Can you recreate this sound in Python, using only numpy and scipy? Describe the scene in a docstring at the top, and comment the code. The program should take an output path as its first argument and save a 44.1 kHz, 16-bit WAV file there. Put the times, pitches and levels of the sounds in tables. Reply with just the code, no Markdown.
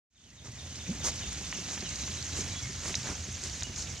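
"""Cart pulled over grass and dry leaves

A walker pulls a loaded four-wheeled cart past and away. Tyres crackle through the litter; bumps make
the deck boom and knock. Boots scuff, a few twigs snap, rubber slips once. Small birds call from the
trees over faint wind. The scene fades in."""
import sys
import numpy as np
from scipy import signal
from scipy.fft import rfft, irfft
from scipy.io import wavfile
from scipy.ndimage import uniform_filter1d, map_coordinates

SR = 44100
rng = np.random.default_rng(int(sys.argv[2]) if len(sys.argv) > 2 else 0)


def unload_wav(signal):
    """Save mono or channel-first audio to the path in sys.argv[1] as 16-bit WAV at rate SR, clipped to [-1, 1]."""
    wavfile.write(
        sys.argv[1],
        SR,
        np.round(np.clip(np.atleast_2d(signal).T, -1, 1) * 32767).astype(np.int16),
    )


N = 176400


def leaves():
    """Clumps of dry leaves crackle under the tyres, with sparser, sharper ticks of stalks."""
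    # crackle envelope: t/s, level/dB
    envelope = [(.12, -63), (.4, -57), (.48, -54), (.58, -48), (.7, -47), (.85, -44.5), (1.0, -42.5),
                (1.2, -40.5), (1.4, -41), (1.6, -40), (1.85, -42), (2.0, -38.5), (2.2, -40.5), (2.5, -39.5),
                (2.72, -42), (3.0, -39.5), (3.25, -42.5), (3.38, -42.5), (3.55, -40.5), (3.7, -45),
                (3.88, -43.5), (4, -44)]
    # crackle spectrum: f/Hz, level/dB
    spectrum = [(100, -47), (400, -15), (900, -15.5), (1250, -11.5), (2000, -7.5), (3500, -6.5),
                (5200, -4.5), (6400, 2), (7200, -4), (8200, -12.5), (10000, -23.5), (13000, -33),
                (15500, -59)]
    crush = grains(per_s=2200, spread_db=-0.5, wash=0.57) * amp(-0.3 * drift(rate_hz=19))
    ticks = amp(-23.5) * patchy(grains(per_s=110, spread_db=2.5, wash=0), depth_db=7)
    crackle = colour(patchy(crush, depth_db=2) + ticks, spectrum)
    return stereo(crackle) * amp(curve(envelope)[0])


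def cart():
    """Bumps in the turf churn under the tyres, bounce them and set the loaded deck booming."""
    # rumble envelopes: t/s, deck boom/dB, tyre bounce/dB, churn/dB
    envelopes = [(.12, -73, -68, -72.5), (.33, -59.5, -69, -58.5), (.5, -48.5, -62, -53),
                 (.7, -49, -67, -50), (.85, -48.5, -56, -47), (1.05, -50, -49.5, -42),
                 (1.3, -48.5, -44.5, -46), (1.6, -68, -54, -45.5), (1.85, -52.5, -52, -44.5),
                 (2.05, -47, -42, -45.5), (2.18, -44.5, -64, -47), (2.45, -41, -48, -43.5),
                 (2.7, -45, -52, -48.5), (3.1, -45.5, -50.5, -45.5), (3.35, -46, -53, -49.5),
                 (3.55, -47.5, -45, -48.5), (4, -48, -54, -46)]
    # deck resonances: f/Hz, width/Hz, level/dB
    deck_modes = [(83.9, 8, -1), (125.5, 9.7, -5)]
    # churn spectrum: f/Hz, level/dB
    churn_spectrum = [(20, -33), (40, -13), (70, 4.5), (170, 0), (260, -2.5), (400, -12.5), (700, -14),
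                      (1200, -20.5), (2500, -17.5), (6000, -40)]
    bounce_hz, bounce_width_hz = 62.1, 11.7
    boom_db, bounce_db, churn_db = curve(envelopes)
    turf = grains(per_s=1000, spread_db=1, wash=0.27) * amp(1.2 * drift(rate_hz=25))
    churn = stereo(colour(turf, churn_spectrum)) * amp(churn_db)
    boom = ring(deck_modes) * amp(boom_db)
    bounce = ring([(bounce_hz, bounce_width_hz, 0)]) * amp(bounce_db)
    return boom + bounce + churn


def knocks():
    """A wheel drops into a rut and rings the deck's hollow modes, in a new mix each time."""
    # wheel drops: t/s, peak/dB
    drops = [(1.584, -33), (1.827, -33), (2.094, -39.5), (2.385, -31.5), (2.421, -45), (2.695, -37.5),
             (2.9, -32.5), (3.094, -32), (3.279, -36), (3.694, -38.5)]
    # deck modes: f/Hz, level/dB, t60/s
    modes = [(176, -4.5, 0.22), (224.5, 1, 0.069), (287, -7.5, 0.055), (375.6, -1.5, 0.077),
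             (460, -10, 0.059), (670, -12, 0.032)]
    out, t = np.zeros(N), np.arange(SR // 5) / SR
    attack_s = 0.0026
    for start_s, peak_db in drops:
        knock = np.zeros(len(t))
        for hz, db, t60_s in modes:
            scatter, phase = rng.standard_normal(2)
            knock += amp(db + 0.75 * scatter - 60 * t / t60_s) * np.sin(2 * np.pi * (hz * t + phase))
        knock *= np.minimum(t / attack_s, 1)
        add(out, start_s, amp(peak_db) * knock / abs(knock).max())
    return out


def boots():
    """Each step swells and dies: bright swish of leaves, dull tread on turf, crisp fizz at full press."""
    # footsteps: peak t/s, rise/s, fall/s, swish/dB, tread/dB, fizz/dB
    steps = [(0.465, 0.019, 0.028, -50, -48.5, -74), (.755, 0.014, 0.0067, -53, -57, -72),
             (1.066, 0.022, 0.029, -29.5, -36.5, -45), (1.55, 0.028, 0.043, -65, -57, -77),
             (1.735, 0.034, 0.027, -38.5, -47.5, -62), (2.385, 0.025, 0.035, -36.5, -44.5, -53),
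             (2.875, 0.039, 0.038, -39.5, -42.5, -52), (3.096, 0.039, 0.028, -42.5, -36.5, -58),
             (3.455, 0.026, 0.028, -39.5, -46, -70), (3.797, 0.029, 0.037, -37.5, -56, -66)]
    # spectra of the three layers: f/Hz, level/dB
    swish_spectrum = [(200, -17), (1000, -15.5), (3000, -13.5), (5000, -2.5), (6500, 4.5), (7500, -2),
                      (9000, -17), (12000, -27.5), (15500, -58)]
    tread_spectrum = [(40, 16.5), (150, -3), (370, 5.5), (700, -1.5), (1200, -0.5), (2200, -3), (4000, -13),
                      (9000, -88)]
    fizz_spectrum = [(3000, -43), (6500, -15), (8500, 5.5), (10500, -7), (13000, -15), (15500, -26)]
    t, squareness = np.arange(N) / SR, 3.35
    swish_gain, tread_gain, fizz_gain = np.zeros((3, N))
    for peak_s, rise_s, fall_s, swish_db, tread_db, fizz_db in steps:
        width_s = np.where(t < peak_s, rise_s, fall_s)
        swell = np.exp(-0.5 * abs((t - peak_s) / width_s) ** squareness)
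        swish_gain += amp(swish_db) * swell
        tread_gain += amp(tread_db) * swell
        fizz_gain += amp(fizz_db) * swell ** 2
    swish = colour(patchy(grains(per_s=2200, spread_db=2, wash=0.49), depth_db=2), swish_spectrum)
    tread = colour(grains(per_s=1700, spread_db=4.5, wash=0.32), tread_spectrum)
    fizz = colour(grains(per_s=1500, spread_db=3, wash=0.34), fizz_spectrum)
    return swish_gain * stereo(swish) + tread_gain * stereo(tread) + fizz_gain * stereo(fizz)


def twigs():
    """Twigs break with a woody crack; dry stalks splinter, the thin ones higher."""
    # twig and stalk breaks: t/s, peak/dB, pitch ratio
    cracks = [(1.5267, -22, 0.8), (1.689, -30, .85), (1.777, -28, 0.82), (1.824, -28, 0.78),
              (2.08, -31, 0.67), (2.119, -31, 1), (2.943, -18.5, 1), (3.6235, -23, 0.97)]
    splinters = [(.304, -46, 1.1), (.52, -41, 1.45), (.757, -28, 1.12), (1.092, -25, 1.1),
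                 (1.329, -29, 1.42), (1.807, -28, .95), (1.891, -26, 1.05), (1.958, -24, 1),
                 (2.226, -27, 1.05), (2.9535, -14, 1), (3.326, -34, 1.35), (3.438, -21, 1.08),
                 (3.608, -28, 1.05), (3.633, -19.5, 1.04), (3.761, -27, 1)]
    # their spectra: f/Hz, level/dB
    crack_spectrum = [(100, -46), (600, 2.5), (1400, 6), (3000, 8.5), (4000, 13), (5000, -27), (12000, -37)]
    splinter_spectrum = [(300, -42), (2800, -51), (4000, -12), (5000, -9.5), (6600, -11), (8000, -29),
                         (14000, -51.5)]
    return (snaps(cracks, crack_spectrum, width=0.3, tear_db=-21)
            + snaps(splinters, splinter_spectrum, width=0.5, tear_db=-16))


def snaps(breaks, spectrum, width, tear_db, tear_s=0.003):
    """Each snap is an impulse, then a few milliseconds of tearing fibres."""
    out, t = np.zeros((2, N)), np.arange(2048) / SR
    for start_s, peak_db, pitch in breaks:
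        fibres = rng.standard_normal((2, len(t))) * amp(tear_db) * np.exp(-t / tear_s)
        fibres[0, 0] = 1  # the break, centred
        mid, side = colour(fibres, np.array(spectrum) * [pitch, 1])
        snap = np.array([mid + width * side, mid - width * side])
        add(out, start_s, amp(peak_db) * snap / abs(mid).max())
    return out


def rub():
    """Rubber slips once with a hollow, rising thump; uneven slipping roughens its overtones."""
    # slip glide: t/s, f/Hz, level/dB
    glide = [(.882, 158.3, -46), (.895, 170.5, -29), (.903, 170, -32), (.911, 215, -30.5), (.92, 235, -36),
             (.94, 247, -58)]
    t = np.arange(N) / SR
    hz, db = curve(glide)
    phase = 2 * np.pi * np.cumsum(hz) / SR
    overtones = amp(-14.5) * drift(rate_hz=90) * (np.sin(2 * phase) + np.sin(3 * phase) / 2)
    slipping = (t > glide[0][0]) & (t < glide[-1][0])
    return np.sqrt(2) * amp(db) * (np.sin(phase) + overtones) * slipping


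def birds():
    """One distant bird's run of falling chips and others' slurred whistles, blurred by the trees."""
    # chips: t/s, length/s, knee f/Hz, level/dB
    chip_calls = [(.15, 0.039, 3700, -63), (.372, .034, 3720, -57), (0.582, 0.03, 3690, -51),
                  (0.793, 0.026, 3680, -47.5), (1.004, 0.028, 3670, -46), (1.218, .03, 3700, -44),
                  (1.436, 0.036, 3660, -49), (1.85, 0.024, 4000, -48), (2.012, 0.022, 4000, -48),
                  (2.17, .026, 4000, -47.5), (2.33, 0.024, 3980, -48), (2.504, 0.032, 3900, -52)]
    # chip shape: share of length, ratio to knee pitch, gain/dB
    chip_shape = [(0, 1.03, 0), (.2, 1, 2), (.55, .98, 1), (.8, 0.82, -3), (1, 0.72, -4)]
    # slurs: t/s, length/s, start f/Hz, end f/Hz, level/dB
    slur_calls = [(0.236, 0.072, 3400, 2590, -67), (0.311, 0.035, 1820, 2100, -66),
                  (.522, 0.027, 1860, 2130, -59.5), (.695, .06, 3250, 2740, -58),
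                  (0.858, .035, 2470, 2370, -56.5), (1.203, 0.052, 3330, 2580, -49),
                  (1.523, 0.052, 3200, 2600, -50), (1.834, 0.061, 3380, 2575, -48.5),
                  (1.893, 0.04, 2290, 2080, -54), (2.393, .05, 2370, 2310, -54),
                  (2.5, 0.066, 2385, 2330, -52.5), (2.537, 0.075, 3375, 3375, -52),
                  (2.618, 0.044, 2260, 2120, -47.5), (2.651, 0.06, 1970, 1780, -55),
                  (3.638, 0.031, 2910, 2860, -46), (3.878, .04, 2750, 2000, -54),
                  (3.96, 0.06, 3400, 2645, -55)]
    chips, slurs = np.zeros((2, N))
    share, pitch, gain_db = np.transpose(chip_shape)
    for start_s, length_s, knee_hz, db in chip_calls:
        progress = np.arange(0, length_s, 1 / SR) / length_s
        hz = knee_hz * np.interp(progress, share, pitch)
        add(chips, start_s, whistle(hz, db + np.interp(progress, share, gain_db)))
    for start_s, length_s, start_hz, end_hz, db in slur_calls:
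        hz = np.geomspace(start_hz, end_hz, round(length_s * SR))
        add(slurs, start_s, whistle(hz, db))
    return woods(chips, direct_db=-1.5, echo_db=3) + woods(slurs, direct_db=-0.5, echo_db=-1)


def whistle(hz, db, quaver=0.005):
    """A gliding, slightly quavering note that swells and fades."""
    wobble = unit(uniform_filter1d(rng.standard_normal(len(hz)), size=200))
    phase = 2 * np.pi * np.cumsum(hz * (1 + quaver * wobble)) / SR
    swell = np.sqrt(2 * np.sin(np.linspace(0, np.pi, len(hz), endpoint=False)))
    return amp(db) * swell * np.sin(phase)


def woods(x, direct_db, echo_db, t60_s=0.5):
    """Direct sound plus its diffuse echo among the trees."""
    t = np.arange(SR // 2) / SR
    tail = rng.standard_normal((2, len(t))) * amp(-60 * t / t60_s)
    echo = signal.fftconvolve(x[None], tail / np.linalg.norm(tail[0]), axes=1)[:, :N]
    return amp(direct_db) * x + amp(echo_db) * echo


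def air():
    """Faint, even hiss of wind in the woods."""
    # wind spectrum: f/Hz, level/dB
    spectrum = [(60, 5), (200, 10), (500, -12), (1200, -18), (3000, -8), (6300, -18), (8000, -25),
                (12000, -41)]
    return amp(-68.5) * stereo(colour(rng.standard_normal((2, N)), spectrum))


def grains(per_s, spread_db, wash):
    """Tiny breaks of uneven size; countless smaller ones merge into noise with power share `wash`."""
    size = amp(spread_db * np.minimum(rng.exponential(1, N), 4.5))
    hits = rng.random(N) < per_s / SR
    angle = rng.uniform(0, 2 * np.pi, N)
    clicks = unit(size * hits * np.array([np.cos(angle), np.sin(angle)]))
    return np.sqrt(1 - wash) * clicks + np.sqrt(wash) * rng.standard_normal((2, N))


def patchy(x, depth_db):
    """Every leaf has its own colour: brief random patches in time and frequency."""
    bins = signal.stft(x, nperseg=256)[2]
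    patches = uniform_filter1d(rng.standard_normal(bins.shape[1:]), size=7, axis=0)
    patches = uniform_filter1d(patches, size=4, axis=1)
    return signal.istft(bins * amp(depth_db * unit(patches)), nperseg=256)[1][:, :N]


def ring(modes):
    """Resonances kept sounding at an even level by random bumps."""
    f, bumps = np.fft.rfftfreq(N, 1 / SR), rfft(rng.standard_normal((2, N)))
    ringing = sum(amp(db) * unit(irfft(bumps / (1 + 1j * (f - hz) / width_hz) ** 2, N))
                  for hz, width_hz, db in modes)
    power = uniform_filter1d(ringing ** 2, size=7000, axis=1)
    return stereo(ringing / np.sqrt(power + 1e-9))


def stereo(pair):
    """Two unrelated signals become left and right at rms 1, alike in the bass."""
    # left-right likeness: f/Hz, coherence
    likeness = [(50, 1), (250, 0.94), (500, 0.92), (1000, 0.85), (2000, 0.81), (4000, 0.88), (6500, 0.62),
                (12000, 0.15)]
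    coherence = read(likeness, np.fft.rfftfreq(N, 1 / SR))
    mid, side = rfft(pair) * np.sqrt([1 + coherence, 1 - coherence])
    return unit(irfft(np.array([mid + side, mid - side]), N))


def colour(x, spectrum, size=4096):
    """Minimum-phase filter with the given spectrum."""
    log_gain = np.log(amp(read(spectrum, abs(np.fft.fftfreq(size, 1 / SR)))))
    response = np.exp(np.conj(signal.hilbert(log_gain)))
    taps = np.fft.ifft(response).real[:size // 2]
    return signal.oaconvolve(x, taps[None], axes=1)[:, :x.shape[1]]


def drift(rate_hz):
    """Random wander of rms 1, from 2 Hz to about rate_hz."""
    f = np.fft.rfftfreq(N, 1 / SR)
    band = np.exp(-(f / rate_hz) ** 2) * (f > 2)
    return unit(irfft(rfft(rng.standard_normal(N)) * band, N))


def amp(db):
    """Decibels to gain."""
    return 10 ** (np.asarray(db) / 20)


def unit(x):
    """Scales to rms 1."""
    return x / np.sqrt(np.mean(x ** 2) + 1e-20)


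def read(points, hz):
    """Interpolates a table on a log-frequency axis."""
    f, value = np.transpose(points)
    return np.interp(np.log(hz + 1), np.log(f), value)


def curve(table):
    """Each column of a time table, at every sample."""
    times_s, *columns = np.transpose(table)
    return [np.interp(np.arange(N) / SR, times_s, column) for column in columns]


def add(mix, start_s, sound):
    """Mixes a sound in at start_s."""
    part = mix[..., round(start_s * SR):][..., :sound.shape[-1]]
    part += sound[..., :part.shape[-1]]


def scene():
    """Cart, walker and woods together."""
    return twigs() + leaves() + cart() + knocks() + boots() + rub() + birds() + air()


def record(dry):
    """Two close microphone ports, the left a little quieter and later; low cut, fade-in, band limit."""
    # port balance: f/Hz, left minus right/dB
    balance = [(60, -1.2), (130, -0.9), (400, -2), (1000, -3), (2000, -2.5), (8000, -2), (13000, -1.3)]
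    # left port delay: t/s, lag/ms
    port_lag = [(0, 0.049), (1.5, 0.038), (4, 0.0024)]
    low_cut_hz, high_cut_hz = 45, 15700
    fade_start_s, fade_s = 0.1, 0.12
    f, t = np.fft.rfftfreq(N, 1 / SR), np.arange(N) / SR
    port_gain = amp(np.outer([0.5, -0.5], read(balance, f)))
    left, right = irfft(rfft(dry) * port_gain, N)
    lag_s = curve(port_lag)[0] / 1000
    left = map_coordinates(left, [(t - lag_s) * SR], order=5)
    highpass = signal.butter(4, low_cut_hz, btype="high", fs=SR, output="sos")
    lowpass = signal.firwin(511, high_cut_hz, window=("kaiser", 9), fs=SR)
    fade = np.clip((t - fade_start_s) / fade_s, 0, 1)
    faded = signal.sosfilt(highpass, [left, right]) * fade
    return signal.oaconvolve(faded, lowpass[None], "same")


dry = scene()
out = record(dry)
unload_wav(out)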